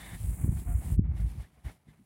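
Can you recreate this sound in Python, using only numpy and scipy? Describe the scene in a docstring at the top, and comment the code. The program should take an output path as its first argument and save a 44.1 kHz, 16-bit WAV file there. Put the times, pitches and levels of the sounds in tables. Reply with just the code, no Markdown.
"""In a snowed-in street, wind buffets a hand-held microphone and then dies down.
Turbulent pressure at the port makes the sound: large eddies give a lumpy rumble, small ones a flutter,
and single eddies a few hard thumps. Above lie a rush of air and a thin hiss; the signal's highs cut out
briefly near one second. Handling friction excites the casing in soft rustles, at the start and in the
second half. One faint far tone sounds briefly."""
import sys
import numpy as np
from scipy import signal
from scipy.fft import rfft, irfft
from scipy.io import wavfile
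from scipy.ndimage import uniform_filter1d

SR = 44100
rng = np.random.default_rng(int(sys.argv[2]) if len(sys.argv) > 2 else 0)


def dump_mix(stems):
    """Bounce the given channels to the path in sys.argv[1] as a 16-bit WAV at rate SR."""
    frames = np.atleast_2d(stems).T  # one column per channel
    limited = np.clip(frames, -1, 1)  # hard clip at full scale
    pcm = np.round(limited * 32767).astype(np.int16)
    wavfile.write(sys.argv[1], SR, pcm)


N = 90404
T = np.arange(N) / SR
BIN_HZ = np.arange(N // 2 + 1) * SR / N


def from_db(db):
    """Amplitude ratio of a level: a factor of ten for every 20 dB."""
    return 10 ** (np.asarray(db) / 20)


def unit_rms(x):
    """Normalisation to a mean square of one."""
    return x / np.sqrt(np.mean(x ** 2) + 1e-20)


def in_time(rows):
    """Linear interpolation of (time, value) rows at every sample."""
    return np.interp(T, *np.transpose(rows))


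def drift(rate_hz):
    """Random modulation of unit rms: white noise smoothed by a double pole at rate_hz."""
    stride, settling = 40, 2000  # samples per step; steps for the filter to settle
    pole = np.exp(-2 * np.pi * stride * rate_hz / SR)
    white = rng.standard_normal(N // stride + settling + 2)
    slow = signal.lfilter([1], [1, -2 * pole, pole * pole], white)[settling:]
    return np.interp(np.arange(N) / stride, np.arange(len(slow)), unit_rms(slow))


def noise(spectrum):
    """Spectral shaping: white noise weighted by relative levels, then scaled to unit rms."""
    hz, db = np.transpose(spectrum)
    gain = from_db(np.interp(np.log(np.maximum(BIN_HZ, 1)), np.log(hz), db, left=-90, right=-90))
    return unit_rms(irfft(rfft(rng.standard_normal(N)) * gain, N))


def evened(x, span_s):
    """Division by the running rms removes the slow level swings of a noise."""
    size = max(int(span_s * SR), 2)
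    power = uniform_filter1d(uniform_filter1d(x ** 2, size), size)
    return x / np.sqrt(np.maximum(power, 1e-9))


def resonance(x, hz, width_hz):
    """A damped mode: a two-pole resonator with unit gain at its peak."""
    radius = np.exp(-np.pi * width_hz / SR)
    gain = (1 - radius ** 2) / 2
    feedback = [1, -2 * radius * np.cos(2 * np.pi * hz / SR), radius ** 2]
    return signal.lfilter([gain, 0, -gain], feedback, x)


def wind_rumble():
    """Turbulence: large eddies pass the port slowly, so their pressure fluctuates at low frequencies."""
    # strength of the wind on the port: (time [s], level [dB])
    gust = [(0, -51.5), (.08, -50), (.145, -37.5), (.18, -52), (.215, -33), (.315, -26.5), (.365, -48.5),
            (.43, -28.5), (.5, -34), (.59, -31), (.642, -51), (.67, -27.5), (.705, -29.5), (.755, -24),
            (.79, -30.5), (.835, -56), (.865, -27), (.89, -41), (.925, -23), (.965, -33), (1.09, -27),
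            (1.175, -35.5), (1.2, -28.5), (1.25, -25), (1.345, -48), (1.395, -32.5), (1.44, -51.5),
            (1.48, -78), (1.58, -60), (1.635, -72), (1.652, -31.5), (1.685, -39.5), (1.72, -67),
            (1.84, -78), (1.885, -59), (1.96, -73), (2.05, -73)]
    # spectrum of the large eddies: (frequency [Hz], relative level [dB])
    spectrum = [(25, -16), (34, -23), (42, -2.5), (54, 6), (85, -1.5), (120, -7.5), (170, -25.5),
                (260, -39.5), (500, -63)]
    return from_db(in_time(gust)) * evened(noise(spectrum), span_s=0.043)


def wind_flutter():
    """Turbulent intermittency: small eddies pass quickly and flutter in bursts above the rumble."""
    # envelope of the flutter: (time [s], level [dB])
    levels = [(0, -54), (.1, -54), (.15, -42.5), (.19, -59.5), (.26, -40), (.32, -45.5), (.37, -47.5),
              (.43, -38), (.47, -41), (.58, -41), (.645, -54), (.69, -40.5), (.75, -48.5), (.78, -47),
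              (.825, -50), (.9, -37.5), (.96, -40.5), (1.08, -43), (1.16, -50), (1.21, -43.5), (1.29, -52),
              (1.35, -47.5), (1.43, -57.5), (1.49, -66.5), (1.57, -67.5), (1.63, -67), (1.66, -50.5),
              (1.73, -61.5), (1.84, -82.5), (1.88, -53.5), (1.97, -68.5), (2, -56.5), (2.05, -72)]
    # spectrum of the small eddies: (frequency [Hz], relative level [dB])
    spectrum = [(60, -22.5), (110, 0.5), (165, 7), (230, -7), (340, -13.5), (450, -28), (700, -43.5),
                (1200, -66)]
    bursts_db = 2 * drift(rate_hz=58)
    return from_db(in_time(levels) + bursts_db) * evened(noise(spectrum), span_s=0.013)


def rush_and_hiss():
    """Amplitude modulation makes three noise bands grainy; the signal's treble cuts out at moments."""
    # rush, treble and high hiss, including the signal's brief dropouts: (time [s], level [dB])
    rush_levels = [(0, -59), (.15, -56.5), (.19, -62), (.27, -59.5), (.35, -61.5), (.44, -56.5), (.5, -65),
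                   (.59, -58), (.64, -65.5), (.7, -54.5), (.78, -61), (.83, -55), (.94, -59.5), (1, -93),
                   (1.05, -62), (1.13, -64.5), (1.19, -60), (1.35, -66), (1.42, -60.5), (1.5, -76),
                   (1.58, -70), (1.635, -75), (1.655, -57.5), (1.7, -56.5), (1.74, -71.5), (1.83, -78.5),
                   (1.92, -68.5), (2.05, -79.5)]
    treble_levels = [(0, -78), (.2, -59), (.48, -80.5), (.6, -59.5), (.72, -93), (.84, -62), (.95, -63.5),
                     (.99, -116), (1.08, -96), (1.17, -63.5), (1.26, -70), (1.3, -61.5), (1.35, -67),
                     (1.42, -63.5), (1.5, -78), (1.635, -76.5), (1.655, -61.5), (1.685, -61.5), (1.72, -66),
                     (1.78, -79.5), (1.85, -82.5), (1.89, -76), (2.05, -82.5)]
    hiss_levels = [(0, -58), (.15, -55.5), (.185, -62), (.22, -53), (.44, -54), (.5, -57.5), (.6, -54),
                   (.645, -59.5), (.71, -56), (.79, -57), (.92, -54.5), (.96, -61), (.985, -120),
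                   (1.1, -116), (1.19, -67.5), (1.3, -70), (1.35, -80), (1.42, -84), (1.5, -99), (1.6, -99),
                   (1.84, -100), (2.05, -80.5)]
    # their spectra: (frequency [Hz], relative level [dB])
    rush_spectrum = [(200, 6), (350, 3), (520, -0.5), (720, 4), (900, 1), (1200, -3.5), (1700, -6),
                     (2200, -3), (2700, -13), (3800, -24), (5200, -37), (9000, -68)]
    treble_spectrum = [(1500, -6), (2500, 4), (3600, 1.5), (5000, -0.5), (7000, -2.5), (10000, 3),
                       (16000, -8)]
    hiss_spectrum = [(2500, -32), (5000, -28.5), (6200, -5), (7500, 7.5), (9300, 10.5), (10500, 9.5),
                     (12000, 3.5), (16000, 4.5)]
    rush = from_db(in_time(rush_levels) + 2.1 * drift(60)) * noise(rush_spectrum)
    treble = from_db(in_time(treble_levels) + 1.5 * drift(100)) * noise(treble_spectrum)
    hiss = from_db(in_time(hiss_levels) + 1.5 * drift(140) + drift(20)) * noise(hiss_spectrum)
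    return rush + treble + hiss


def handling_rustles():
    """Forced vibration: friction drives the casing's modes; each rub has its own level and brightness."""
    # rubs of the hand: (end of attack [s], hold [s], level [dB], tilt above 500 Hz [dB/octave])
    rubs = [(.0, 0.069, -51, 1.6), (0.091, 0.059, -52.5, -0.2), (.89, 0.035, -65, -8),
            (1.17, 0.044, -64, -3), (1.285, 0.023, -68.5, -9), (1.402, 0.049, -66, 1.5),
            (1.653, 0.044, -59, -1.2), (1.884, 0.016, -69, 2)]
    # modes of the casing: (frequency [Hz], bandwidth [Hz], relative level [dB])
    modes = [(834, 380, -5.5), (1750, 208, 4.5), (2094, 310, 2), (2960, 110, -4.5), (3540, 310, -4.5),
             (9700, 2000, -21.5)]
    attack_s, release_s = 0.018, 0.016
    out = np.zeros(N)
    for time_s, hold_s, db, tilt_db in rubs:
        friction = rng.standard_normal(N) * from_db(0.71 * drift(170))
        casing = sum((-1) ** k * from_db(mode_db) * resonance(friction, hz, width_hz)
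                     for k, (hz, width_hz, mode_db) in enumerate(modes))
        tilt = from_db(tilt_db * np.log2(np.maximum(BIN_HZ, 500)))
        rustle = unit_rms(irfft(rfft(casing) * tilt, N))
        attack = np.clip((T - time_s) / attack_s + 1, 0, 1) ** 2
        release = np.exp(-np.maximum(T - time_s - hold_s, 0) / release_s)
        out += from_db(db) * attack * release * rustle
    return out


def eddy_thumps():
    """A vortex has a low-pressure core: each gives a sharp suction with a swell on either side."""
    # single eddies hitting the port: (time [s], peak level [dB], time scale [s])
    eddies = [(0.438, -16, 0.0049), (0.446, -18.5, 0.0028), (0.48, -27, 0.002), (0.492, -13, 0.0043),
              (0.528, -22, 0.0041), (.983, -13, 0.0058), (.994, -9.5, 0.003)]
    pressure = np.zeros(N)
    for time_s, db, scale_s in eddies:
        offset = (T - time_s) / scale_s
        pressure -= from_db(db) * (1 - 3 * offset ** 2) / (1 + offset ** 2) ** 3
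    return pressure


def far_tone():
    """Frequency modulation: three faint partials waver together under a half-sine envelope."""
    # partials of the tone: (frequency [Hz], level [dB])
    partials = [(705, -52.5), (1185, -63), (1400, -64)]
    start_s, length_s, waver = 0.655, 0.11, 0.012  # waver: rms fraction of the frequency
    envelope = np.sin(np.pi * np.clip((T - start_s) / length_s, 0, 1))
    phase_per_hz = 2 * np.pi * np.cumsum(1 + waver * drift(47)) / SR
    return envelope * sum(from_db(db) * np.sin(hz * phase_per_hz) for hz, db in partials)


def scene():
    """Superposition: all the sources add at one microphone."""
    wind = wind_rumble() + wind_flutter()
    return (wind + rush_and_hiss() + handling_rustles() + eddy_thumps() + far_tone())[None]


def record(dry):
    """Band limiting: the microphone loses the deepest bass, and the top is cut steeply."""
    low_cut_hz, high_cut_hz = 34, 15900
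    high_pass = signal.butter(4, low_cut_hz, "high", fs=SR, output="sos")
    low_pass = signal.ellip(12, 0.1, 80, high_cut_hz, fs=SR, output="sos")
    return signal.sosfilt(low_pass, signal.sosfilt(high_pass, dry))


dry = scene()
out = record(dry)
dump_mix(out)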